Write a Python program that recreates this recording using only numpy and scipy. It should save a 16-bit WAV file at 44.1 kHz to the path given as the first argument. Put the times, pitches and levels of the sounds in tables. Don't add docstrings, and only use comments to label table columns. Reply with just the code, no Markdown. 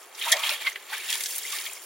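import sys
import numpy as np
from scipy import signal
from scipy.fft import rfft, irfft, next_fast_len
from scipy.io import wavfile
from scipy.ndimage import uniform_filter1d, map_coordinates

SR = 44100
rng = np.random.default_rng(int(sys.argv[2]) if len(sys.argv) > 2 else 0)


def to_wav(sig):
    pcm = np.clip(np.atleast_2d(sig), -1, 1) * 32767
    pcm = np.round(pcm).astype(np.int16)
    wavfile.write(sys.argv[1], SR, pcm.T)


N = 81585


def hard_splash():
    # start in seconds, level in dB, centre in Hz, half-width in octaves, t60 in seconds.
    collapses = [(.3170, -12, 10260, 0.16, 0.038), (.3176, -12, 6060, 0.5, 0.07),
                 (.3220, -9.5, 3530, 0.19, 0.047), (.3226, -12, 6600, 0.44, 0.026),
                 (.3225, -18.5, 13000, 0.27, .05), (.3200, -18, 2050, .3, 0.043),
                 (.3272, -12.5, 2060, 0.13, 0.059), (.326, -26.5, 850, 0.6, 0.086)]
    return bursts(collapses, swell=0.015, gain_db=-3.5)


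def slaps():
    # start in seconds, level in dB, centre in Hz, half-width in octaves, t60 in seconds.
    impacts = [(.1450, -38, 4800, .7, 0.068), (.1770, -41, 4500, 0.74, 0.024),
               (.2105, -23, 2730, 0.56, 0.062), (.2220, -22.5, 2550, 0.44, 0.032),
               (.2570, -28, 2200, 1.4, 0.033), (.3662, -23, 3880, 0.78, 0.026),
               (.4358, -13.5, 2700, .5, .014), (.4592, -34, 2600, .6, 0.044), (.4912, -13, 3240, .7, .018),
               (.6660, -18.5, 2630, 0.61, 0.048), (.6975, -30.5, 8000, 0.78, 0.02),
               (.7565, -24, 2180, 0.73, 0.024), (.9430, -26, 2600, 0.45, .03),
               (.9790, -28, 8900, 0.88, 0.021), (1.0840, -26.5, 3300, 0.38, 0.082),
               (1.1008, -18.5, 5000, 1.3, .03), (1.1260, -18.5, 4500, 1.25, 0.017),
               (1.1532, -19.5, 4200, 1.4, .018), (1.2065, -22, 4950, 1.3, .025),
               (1.2352, -20, 6370, 1, 0.03), (1.2578, -19, 4200, 0.83, 0.025),
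               (1.2642, -24, 7550, 1.2, 0.018), (1.3062, -23, 7300, 1.8, 0.029),
               (1.3586, -22.5, 9900, .6, .035), (1.3812, -17.5, 12500, 0.65, 0.017),
               (1.4302, -41, 4500, 1.4, 0.014), (1.5205, -24.5, 3130, 1, 0.035),
               (1.5848, -23.5, 3800, 0.57, 0.019), (1.6615, -26, 2870, 0.5, 0.029),
               (1.7310, -27.5, 8650, 0.53, 0.025)]
    return bursts(impacts, swell=0.059, gain_db=1)


def gulps(gain_db=3.5, drift_cycles=0.042):
    # start in seconds, pitch in Hz, level in dB, t60 in seconds.
    pockets = [(.192, 3130, -34, .03), (.238, 3650, -24.5, 0.037), (.267, 930, -21, .045),
               (0.279, 990, -18, 0.02), (.308, 620, -32.5, 0.069), (0.3239, 1765, -18, .06),
               (.333, 722, -25.5, 0.083), (.342, 645, -30, .06), (.350, 561, -27, .07),
               (.372, 610, -30, .05), (.403, 1085, -36, 0.041), (.432, 604, -34, 0.037),
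               (.4605, 2410, -20, 0.022), (.515, 584, -27.5, 0.042), (.649, 2210, -25.5, 0.049),
               (.662, 1510, -27, 0.077), (.6683, 2062, -14.5, 0.038), (.671, 1100, -27, .04),
               (.6755, 2090, -19, .03), (.728, 6300, -36.5, .02), (0.759, 1946, -24, 0.025),
               (.773, 1650, -36, 0.028), (.920, 850, -31, 0.048), (0.93, 1534, -20.5, 0.027),
               (0.938, 1640, -20.5, 0.017), (1.001, 2240, -30, .025), (1.127, 3260, -19.5, 0.046),
               (1.154, 1000, -28, 0.023), (1.207, 2150, -26, 0.019), (1.259, 1620, -28, 0.024),
               (1.4505, 2044, -25.5, 0.026), (1.529, 1164, -32, 0.058), (1.564, 1700, -29.5, 0.028),
               (1.666, 2204, -30, .035), (1.697, 2530, -30.5, 0.023), (1.770, 2160, -36, .03)]
    out, t = np.zeros((2, N)), np.arange(SR // 5) / SR
    for start, hz, db, t60 in pockets:
        waver = np.cumsum(rng.standard_normal(len(t))) * drift_cycles / np.sqrt(hz * SR)
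        add(out[0], start, amp(db + gain_db) * bubble(np.abs(t + waver), hz, t60))
    return out


def wash(clumps_per_s=70, clump_db=1.51):
    # time in seconds, then the levels of gurgle, slosh and spray in dB.
    levels = [(0.0, -55.5, -54, -50.5), (0.128, -61.5, -56.5, -57.5), (0.2, -53, -39.5, -40.5),
              (0.235, -54, -32, -39.5), (0.273, -28.5, -28, -33), (0.299, -41, -28.5, -33),
              (0.35, -36, -32, -42.5), (0.405, -38, -33.5, -39), (0.46, -36, -26, -36.5),
              (0.537, -42, -27.5, -34.5), (0.569, -48.5, -37, -46.5), (0.688, -47, -33.5, -41),
              (0.723, -57, -42, -51), (0.868, -58, -50.5, -51.5), (0.938, -44.5, -31.5, -41.5),
              (1.05, -54, -37.5, -40.5), (1.12, -51.5, -32.5, -35), (1.29, -61.5, -41.5, -35),
              (1.47, -56.5, -38, -36.5), (1.53, -50, -34, -34), (1.66, -52, -38.5, -38),
              (1.81, -58.5, -51.5, -47.5), (1.85, -55, -50, -40.5)]
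    # frequency in Hz, relative spectral density in dB.
    gurgle_spectrum = [(250, -51), (450, -27.5), (600, -6.5), (1050, 5.5), (1400, 2.5), (2200, -16)]
    slosh_spectrum = [(700, -53), (1300, -9.5), (1800, -3), (2300, -0.5), (3400, -1), (4500, -7),
                      (6500, -16.5)]
    spray_spectrum = [(2500, -35.5), (4500, -1.5), (6300, -0.5), (7300, 3.5), (8000, -4), (8900, 2.5),
                      (11000, 0), (14000, -1.5), (16000, 0)]
    times, *layers_db = np.transpose(levels)
    t = np.arange(N) / SR
    surge_db = clump_db * map_coordinates(rng.standard_normal(600), [t * clumps_per_s], mode="mirror")
    gurgle_gain, slosh_gain, spray_gain = [amp(np.interp(t, times, db) + surge_db) for db in layers_db]
    gurgle = swarm(gurgle_spectrum, 509, 1497, per_s=450, cycles=22.6, spread_db=1.5, foam_db=-2)
    slosh = swarm(slosh_spectrum, 1287, 4750, per_s=1200, cycles=20.3, spread_db=3, foam_db=-1, size=1400)
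    spray = swarm(spray_spectrum, 3990, 15040, per_s=1700, cycles=9.3, spread_db=3, foam_db=0, size=220)
    return gurgle_gain * gurgle + amp(-1) * slosh_gain * slosh + spray_gain * spray


def mouth(x):
    # frequency in Hz, bandwidth in Hz, peak gain in dB.
    modes = [(1800, 66, 0), (2170, 41, -3), (3250, 39, -2), (3890, 120, -8), (4530, 38, -7),
             (6220, 46, -13), (7160, 43, -8), (8470, 51, -13)]
    return filtered(x, lambda f: sum(amp(db) * 1j * f * width / (hz * hz - f * f + 1j * f * width)
                                     for hz, width, db in modes))


def walls(x, tail_db=-8, side_db=-11, side_s=0.006):
    # frequency in Hz, reverberation time t60 in seconds.
    decay_times = [(300, .08), (2000, .06), (12000, .04)]
    # echo delay in seconds, level in dB.
    faces = [(.00093, -20.5), (.00179, -19), (.0034, -25.5), (.0104, -20)]
    hz, t, noise = signal.stft(rng.standard_normal((2, SR // 4)), SR, nperseg=256)
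    tail = signal.istft(noise * decay(t, along(decay_times, hz)[:, None]), SR, nperseg=256)[1]
    echo = amp(tail_db) * tail / np.linalg.norm(tail[0])
    for delay, db in faces:
        echo[0, round(delay * SR)] += amp(db)
    delays, strengths = rng.random(8), rng.standard_normal(8)
    echo[1, (delays * side_s * SR).astype(int)] += amp(side_db) * strengths / np.linalg.norm(strengths)
    return signal.fftconvolve(x[:1], echo, axes=1)[:, :N]


def trickle():
    # frequency in Hz, relative spectral density in dB.
    spectrum = [(25, -36), (70, -42), (150, -23), (280, -13), (385, 0.5), (520, -2), (1000, -2.5),
                (2200, -4.5), (5000, -24), (15000, -22)]
    return amp(-53) * swarm(spectrum, 329.3, 5100, per_s=600, cycles=20.6, spread_db=0, foam_db=3)


def bubble(t, hz, t60, rise=0.059):
    onset = 1 - np.exp(-hz * t / 2)
    return np.sin(2 * np.pi * hz * t * (1 + rise * t / t60)) * decay(t, t60) * onset


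def swarm(spectrum, low_hz, high_hz, per_s, cycles, spread_db, foam_db, size=2400):
    def colour(pair):
        return np.array([unit(x) for x in filtered(pair, lambda f: amp(along(spectrum, f)))])

    foam = rng.standard_normal((2, N))
    when, pitch, life, rank, place = rng.random((12000, 5))[:int(per_s * N / SR)].T[..., None]
    hz = low_hz * (high_hz / low_hz) ** pitch
    t60 = cycles * 2 ** (2 * life - 1) / hz
    strength = np.sqrt(hz) * amp(-spread_db * np.log(np.maximum(rank, 0.04)))
    rings = strength * bubble(np.arange(size) / SR, hz, t60)
    at = ((when * N).astype(int) + np.arange(size)).ravel() % N
    bubbles = np.array([np.bincount(at, (rings * pan).ravel(), N) for pan in (1, 2 * place - 1)])
    water = colour(bubbles) + amp(foam_db) * colour(foam)
    power = uniform_filter1d(uniform_filter1d(water ** 2, size=1600), size=1600)
    return water / np.sqrt(np.abs(power) + 1e-9)


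def bursts(rows, swell, gain_db):
    out, t = np.zeros((2, N)), np.arange(SR // 10) / SR
    for start, db, hz, octaves, t60 in rows:
        white = rng.standard_normal((2, len(t)))
        band = filtered(white, lambda f: 1 / (1 + (np.log2((f + 1) / hz) / octaves) ** 4))
        band /= np.sqrt(np.abs(uniform_filter1d(band ** 2, size=200)) + 1e-12)
        onset = 1 - np.exp(-(t / (swell * t60)) ** 2)
        add(out, start, amp(db + gain_db) * band * onset * decay(t, t60))
    return out


def decay(t, t60):
    return np.exp(-np.log(1000) * t / t60)


def amp(db):
    return 10 ** (np.asarray(db) / 20)


def unit(x):
    return x / np.sqrt(np.mean(x ** 2) + 1e-20)


def along(points, hz):
    f, values = np.transpose(points)
    return np.interp(np.log(hz + 1), np.log(f + 1), values)


def filtered(x, response):
    n = x.shape[-1]
    padded = next_fast_len(n + 8192)
    return irfft(rfft(x, padded) * response(np.fft.rfftfreq(padded, 1 / SR)), padded)[..., :n]


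def add(track, start_s, sound):
    part = track[..., max(round(start_s * SR), 0):][..., :sound.shape[-1]]
    part += sound[..., :part.shape[-1]]


def scene(low_cut_hz=393):
    # frequency in Hz, gain of the side signal in dB.
    width = [(60, 0), (250, -17.5), (500, -9.5), (1500, -12), (3000, -9), (6000, -5), (9000, -6.5),
             (15000, -3)]
    splash = hard_splash()
    stirring = wash() + slaps() + gulps()
    ringing = mouth(splash + amp(-24) * stirring)
    low_cut = signal.butter(3, low_cut_hz, "highpass", fs=SR, output="sos")
    water = signal.sosfilt(low_cut, splash + stirring + ringing)
    mid, side = amp(-1) * (water + walls(water)) + trickle()
    side = filtered(side, lambda f: amp(along(width, f)))
    lean_db = np.linspace(-0.7, 0, N)
    return np.array([mid + side, mid - side]) * amp(np.array([lean_db, -lean_db]) / 2)


def record(dry):
    return filtered(dry, lambda hz: hz < 15950)


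dry = scene()
out = record(dry)
to_wav(out)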